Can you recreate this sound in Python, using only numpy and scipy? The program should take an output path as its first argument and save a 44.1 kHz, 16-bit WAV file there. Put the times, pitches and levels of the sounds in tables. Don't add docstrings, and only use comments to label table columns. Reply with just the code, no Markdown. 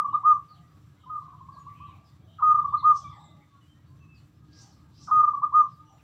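import sys
import numpy as np
from scipy import signal
from scipy.fft import rfft, irfft, next_fast_len
from scipy.io import wavfile
from scipy.ndimage import uniform_filter1d

SR = 44100
rng = np.random.default_rng(int(sys.argv[2]) if len(sys.argv) > 2 else 0)


def inscribe(sig):
    pcm = np.round(np.clip(np.atleast_2d(sig).T, -1, 1) * 32767)
    wavfile.write(sys.argv[1], SR, pcm.astype(np.int16))


def rack_gain(trim_db):
    fader = np.asarray(trim_db, float)
    return 10 ** (fader / 20)


N = 265909
LEAD = SR // 2

# length_s, start_hz, top_hz, end_hz, level_db
CALL_NOTES = [
    (0.1150, 700.0, 1252.0, 1220.0, -18.1),
    (0.0276, 1046.0, 1235.0, 1223.0, -16.0),
    (0.0291, 988.0, 1229.0, 1217.0, -17.8),
    (0.0322, 721.0, 1238.0, 1158.0, -20.2),
    (0.0408, 635.0, 1274.0, 1229.0, -18.7),
    (0.1162, 709.0, 1293.0, 1194.0, -16.8),
]
NOTE_ONSETS = (0, .1177, .1586, .2172, .3001, .4008)
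# first_note_s, rhythm_stretch
CALLS = [
    (-.1825, 1.018),
    (2.4186, 1.0),
    (5.1073, 1.0185),
]
# multiple, level_db (re tone)
OVERTONES = [(2, -56), (3, -65), (4, -67), (5, -52), (6, -69.5), (7, -68.5)]
# start_s, length_s, start_hz, top_hz, level_db
ANSWER_OPENING = [
    (1.031, 0.024, 1270, 1300, -52.5),
    (1.056, 0.053, 875, 1098, -46.5),
    (1.093, .105, 1260, 1263, -33),
]
# start_s, length_s, top_hz, level_db
ANSWER_RUN = [
    (1.212, 0.032, 1192, -46.5),
    (1.274, 0.044, 1210, -46),
    (1.326, 0.04, 1088, -51.5),
    (1.402, 0.029, 1214, -43),
    (1.481, 0.028, 1280, -39.5),
    (1.561, .032, 1285, -41),
    (1.66, .045, 1257, -39.5),
    (1.797, .075, 1228, -42.5),
    (1.883, 0.022, 1236, -46.5),
]
# start_s, length_s, start_hz, level_db
SPARROWS = [
    (.48, .09, 4800, -64.5),
    (1.52, .07, 4790, -67.5),
    (2.04, .07, 5280, -70),
    (2.77, 0.051, 4340, -51.5),
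    (4.14, .07, 5000, -67),
    (4.70, .05, 5140, -68.5),
    (5.69, .08, 5400, -72.5),
]
# start_s, length_s, start_hz, level_db
FINCHES = [(.08, 0.075, 3006, -69), (.125, 0.045, 3780, -64.5), (.545, 0.061, 3190, -68),
           (.99, .09, 3160, -69), (1.00, 0.074, 3780, -73), (1.68, 0.093, 2157, -66),
           (1.74, 0.14, 2600, -61.5), (1.86, 0.15, 2500, -64.5), (1.75, .2, 3100, -66.5),
           (1.86, 0.066, 3830, -68.5), (2.27, 0.12, 3140, -65), (2.27, 0.11, 3760, -71.5),
           (3.0, 0.17, 3476, -61), (3.16, .2, 3740, -64), (3.235, 0.042, 7580, -65.5),
           (3.13, 0.15, 7780, -74.5), (3.40, 0.057, 2020, -64), (5.01, 0.096, 5380, -63.5),
           (5.86, .07, 3007, -70.5), (5.85, 0.11, 5920, -73), (5.91, .08, 7180, -76.5),
           (5.98, 0.037, 2640, -66.5)]
# start_s, length_s, start_hz, level_db
HENS = [
    (1.54, 0.022, 737, -59),
    (1.9, 0.19, 800, -66.5),
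    (2.2, 0.19, 726, -65.5),
    (2.99, 0.069, 824, -60),
    (3.09, 0.19, 977, -53.5),
    (3.11, 0.077, 2140, -60),
    (3.22, 0.205, 685, -65),
    (4.60, 0.14, 851.6, -65.5),
    (5.89, .1, 780, -62),
    (5.07, 0.04, 910, -48.5),
]
# start_s, length_s, start_hz, level_db
WHISTLERS = [(.55, 0.11, 724.5, -64), (1.22, 0.18, 733, -66), (1.585, 0.052, 6960, -66),
             (2.5, 0.57, 3602, -73), (2.78, 0.063, 2100, -67.5), (1.52, 0.11, 1661, -69),
             (3.04, 0.043, 2370, -55), (3.04, 0.048, 1180, -35), (3.16, 0.044, 1240, -52),
             (3.23, 0.12, 2096, -68.5), (3.30, 0.08, 1181, -60.5), (3.35, 0.29, 3660, -79.5),
             (3.50, .11, 1133, -59), (3.61, .04, 3000, -66), (3.67, 0.086, 3174, -66.5),
             (4.00, 0.084, 2663, -64), (4.08, 0.11, 2660, -60.5), (4.00, 0.075, 1130, -63.5),
             (4.42, 0.052, 1270, -64.5), (4.48, 0.19, 1660, -67), (4.80, 0.075, 1276, -67),
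             (5.00, .05, 1192, -60.5), (5.8, .2, 903, -64), (.18, 0.044, 781, -58)]
# touch_s, hardest_s, level_db, touch_hz, lift_hz (hiss centre)
STROKES = [
    (2.95, 2.969, -52, 5885, 4600),
    (4.533, 4.621, -55.5, 4750, 4810),
    (4.953, 5.046, -57, 4360, 5730),
]
# delay_s, level_db
ECHOES = [(0.0049, -4.8), (0.01569, -6.0), (0.01779, -5.5), (0.03018, -6.0), (0.03382, -11.7),
          (0.04266, -26.6), (0.05237, -21.1), (0.05768, -15.1), (0.0659, -20.9), (0.07047, -19.9),
          (0.08321, -24.6), (0.08942, -23.4)]
# freq_hz, density_db_per_hz
RUMBLE_SPECTRUM = [(15, -52.5), (25, -22.5), (32, -21), (43, -16), (62, -8), (75, 1), (134, 1.5),
                   (158, 0.5), (197, -13), (226, -11), (259, -20), (300, -10.5), (323, -17.5), (389, -28),
                   (480, -35.5), (620, -58), (1060, -120)]
# peak_s, spread_s, gain_db
SURGES = [(.12, .05, 7.5), (.34, .06, 2.5), (0.701, 0.17, 2), (1.5, 0.16, 3.5), (1.9, 0.14, 8),
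          (2.22, 0.0494, 8), (2.7, 0.27, 8), (3.081, .05, 10), (3.35, .1, 7), (4.0, 0.18, 5.5),
          (4.55, 0.19, 7), (5.05, 0.19, 7), (5.5, 0.24, 5.5)]
# freq_hz, density_db_per_hz
AIR_SPECTRUM = [(240, -32.5), (400, -6.5), (473, -7), (926, -8), (1240, -1), (1490, -12), (2820, -15.5),
                (3710, -15.5), (5270, -22.5), (5950, -19), (6620, -22.5), (7370, -20), (8720, -29.5),
                (12400, -29.5), (15300, -26.5)]
# freq_hz, width_hz, level_db
HUM_LINES = [
    (217.4, 14, -84),
    (298, 15, -72),
    (1631, 82, -84.5),
]


def rms_one(x):
    return x / np.sqrt(np.mean(x ** 2) + 1e-20)


def drift(rate_hz, size=N):
    step = 20
    pole = np.exp(-2 * np.pi * rate_hz * step / SR)
    noise = rng.standard_normal(size // step + 2002)
    slow = signal.lfilter([1], [1, -2 * pole, pole ** 2], noise)[2000:]
    return np.interp(np.arange(size) / step, np.arange(len(slow)), rms_one(slow))


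def add(track, start_s, sound):
    at = LEAD + round(start_s * SR)
    track[at:at + len(sound)] += sound[:len(track) - at]


def convolve(track, response):
    return signal.fftconvolve(track, response)[LEAD:LEAD + N]


def diffuse(t60_s, build_s):
    t = np.arange(SR) / SR
    build_up = 1 - np.exp(-(t / build_s) ** 2)
    tail = rng.standard_normal(SR) * rack_gain(-60 * t / t60_s) * build_up
    return tail / np.sqrt(np.sum(tail ** 2))


def porch(echo_db, wet_db, build_s):
    porch_tail = rack_gain(-20 + wet_db) * diffuse(0.25, build_s)
    yard_tail = rack_gain(-27.5 + wet_db) * diffuse(0.83, build_s)
    response = porch_tail + yard_tail
    response[0] = 1
    for delay_s, level_db in ECHOES:
        whole, part = divmod(delay_s * SR, 1)
        at = int(whole)
        response[at:at + 2] += rack_gain(level_db + echo_db) * np.array([1 - part, part])
    return response


def banded_noise(spectrum, patchy_db, rate_hz):
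    size = next_fast_len(N)
    spectrum_hz, spectrum_db = np.array(spectrum).T
    hz = np.maximum(np.fft.rfftfreq(size, 1 / SR), 1)
    gain = rack_gain(np.interp(np.log(hz), np.log(spectrum_hz), spectrum_db))
    shaped = rfft(rng.standard_normal(size)) * gain
    together = drift(4.0)
    out = 0
    for centre_octave in np.arange(4, 15):
        share = np.clip(1 - np.abs(np.log2(hz) - centre_octave), 0, 1)
        band = irfft(shaped * share, size)[:N]
        out = out + band * rack_gain(patchy_db * (0.62 * together + drift(rate_hz)))
    return rms_one(out)


def whistle(length_s, start_hz, end_hz, level_db, wobble):
    share = np.linspace(0, 1, round(length_s * SR))
    hz = (start_hz + (end_hz - start_hz) * share) * (1 + wobble[:len(share)])
    return rack_gain(level_db) * np.sin(np.pi * share) ** 0.6 * np.sin(2 * np.pi * np.cumsum(hz) / SR)


def coo(length_s, start_hz, top_hz, end_hz, rise_s, level_db, swell_rises=3.39, overtones=OVERTONES):
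    close_s, total_s = 0.0116, length_s + 0.004
    t = np.arange(round(total_s * SR)) / SR
    sag_hz = (end_hz - top_hz) * t / length_s
    swoop_hz = (start_hz - top_hz) * np.exp(-t / rise_s)
    droop_hz = -33 * np.exp((t - length_s) / close_s)
    phase = 2 * np.pi * np.cumsum(top_hz + sag_hz + swoop_hz + droop_hz) / SR
    swell = np.sin(np.pi / 2 * np.clip(t / (swell_rises * rise_s), 0, 1)) ** 2
    fade = np.sin(np.pi / 2 * np.clip((total_s - t) / (1.5 * close_s), 0, 1)) ** 2
    effort = swell ** 3 * rack_gain(level_db + 16.5)
    upper = 0
    for k, overtone_db in overtones:
        uneven_db = 12 * np.sin(k * k + 70 * k * t)
        upper = upper + rack_gain(overtone_db - 5 + uneven_db) * np.sin(k * phase)
    return rack_gain(level_db) * (np.sin(phase) + effort * upper) * swell * fade


def near_dove():
    intake_lead_s, sigh_s = 0.034, 0.47
    track = np.zeros(LEAD + N)
    for first_s, stretch in CALLS:
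        intake = whistle(0.043, 1320, 960, -34.5, 0.08 * drift(140, size=SR))
        sigh = whistle(0.064, 1180, 1060, -32.5, 0.022 * drift(67, size=SR))
        add(track, first_s - intake_lead_s, intake)
        add(track, first_s + stretch * sigh_s, sigh)
        for onset_s, (length_s, start_hz, top_hz, end_hz, level_db) in zip(NOTE_ONSETS, CALL_NOTES):
            rise_s = 0.0027 + 0.063 * onset_s ** 2
            note = coo(length_s, start_hz, top_hz, end_hz, rise_s, level_db)
            add(track, first_s + stretch * onset_s, note)
    return convolve(track, porch(echo_db=0.5, wet_db=-1.0, build_s=0.072))


def traffic_rumble():
    t = np.arange(N) / SR
    level_db = -56.5
    for peak_s, spread_s, gain_db in SURGES:
        level_db = level_db + gain_db * np.exp(-((t - peak_s) / spread_s) ** 2)
    return rack_gain(level_db) * banded_noise(RUMBLE_SPECTRUM, patchy_db=2.0, rate_hz=3.9)


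def yard_air():
    return rack_gain(-70.5) * banded_noise(AIR_SPECTRUM, patchy_db=1.66, rate_hz=14)


def motor_hum():
    out = 0
    for freq_hz, width_hz, level_db in HUM_LINES:
        r = np.exp(-np.pi * width_hz / SR)
        poles = [1, -2 * r * np.cos(2 * np.pi * freq_hz / SR), r * r]
        line = signal.lfilter([1, 0, -1], poles, rng.standard_normal(N))
        out = out + rack_gain(level_db) * rms_one(line)
    return out


def bird_calls(rows, glide, wobble_hz):
    return [(start_s, length_s, start_hz, glide * start_hz, level_db, wobble_hz)
            for start_s, length_s, start_hz, level_db in rows]


def twitter():
    when, pitch, length, rise, faint = rng.random((170, 5)).T
    start_hz = 750 * 10.0 ** pitch
    end_hz = start_hz * (1 + 0.14 * rise)
    level_db = -73 - 8 * faint - 5 * np.log2(start_hz / 2000)
    return zip(6.0 * when, 0.02 + 0.1 * length, start_hz, end_hz, level_db, 0.048 * start_hz * faint)


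def yard_birds():
    calls = [*bird_calls(SPARROWS, 0.81, 200),
             *bird_calls(FINCHES, 0.97, 150),
             *bird_calls(HENS, 0.84, 92),
             *bird_calls(WHISTLERS, 0.96, 14),
             *twitter()]
    track = np.zeros(LEAD + N)
    wander = drift(160, size=N + SR)
    for start_s, length_s, start_hz, end_hz, level_db, wobble_hz in calls:
        wobble = wobble_hz / start_hz * wander[round(start_s * SR):]
        add(track, start_s, whistle(length_s, start_hz, end_hz, level_db - 1.5, wobble))
    return convolve(track, porch(echo_db=-7.5, wet_db=11, build_s=0.025))


def far_dove():
    run_start_hz, sag = 824, 0.93
    run = [(start_s, length_s, run_start_hz, top_hz, level_db)
           for start_s, length_s, top_hz, level_db in ANSWER_RUN]
    track = np.zeros(LEAD + N)
    for start_s, length_s, start_hz, top_hz, level_db in [*ANSWER_OPENING, *run]:
        note = coo(length_s, start_hz, top_hz, sag * top_hz, 0.010, level_db, swell_rises=1.2, overtones=[])
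        add(track, start_s, note)
    return convolve(track, porch(echo_db=-9, wet_db=14.5, build_s=0.03))


def broom():
    land_s, ease_s, lift_s, press_hz = 0.04, 0.096, 0.18, 5750
    hz, t, frames = signal.stft(rng.standard_normal(N), SR, nperseg=512)
    shape = np.zeros(frames.shape)
    for touch_s, hardest_s, peak_db, touch_hz, lift_hz in STROKES:
        times_s = [touch_s - land_s, touch_s, hardest_s,
                   hardest_s + ease_s, hardest_s + lift_s, hardest_s + 2 * lift_s]
        levels_db = peak_db + np.array([-30, -10, 0, -14.5, -22.5, -40])
        level_db = np.interp(t, times_s, levels_db, left=-150, right=-150)
        centre_hz = np.interp(t, times_s[1:5], [touch_hz, press_hz, press_hz, lift_hz])
        octaves = np.log2(np.maximum(hz, 1)[:, None] / (1.037 * centre_hz))
        slope_db = np.where(octaves > 0, -32 * octaves - 15 * octaves ** 2, 19 * octaves)
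        shape += rack_gain(slope_db + level_db + 10.5)
    streaks = 2.6 * uniform_filter1d(rng.standard_normal(shape.shape), 9, axis=1)
    shape *= rack_gain(3.5 * streaks)
    return signal.istft(frames * shape, SR, nperseg=512)[1][:N]


def scene():
    background = traffic_rumble() + yard_air() + motor_hum()
    return (near_dove() + background + yard_birds() + far_dove() + broom())[None]


def roll_off(x):
    return signal.sosfilt(signal.butter(12, 15480, fs=SR, output="sos"), x)


def record(dry):
    bass_cut = signal.butter(2, 66, "high", fs=SR, output="sos")
    presence = signal.butter(2, 3000, "high", fs=SR, output="sos")
    dip = signal.butter(1, [6350, 6950], "band", fs=SR, output="sos")
    thin = signal.sosfilt(bass_cut, dry) + 0.056 * dry
    bright = thin + 0.27 * signal.sosfilt(presence, thin)
    dipped = bright - 0.5 * signal.sosfilt(dip, bright)
    return roll_off(dipped)


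dry = scene()
out = record(dry)
inscribe(out)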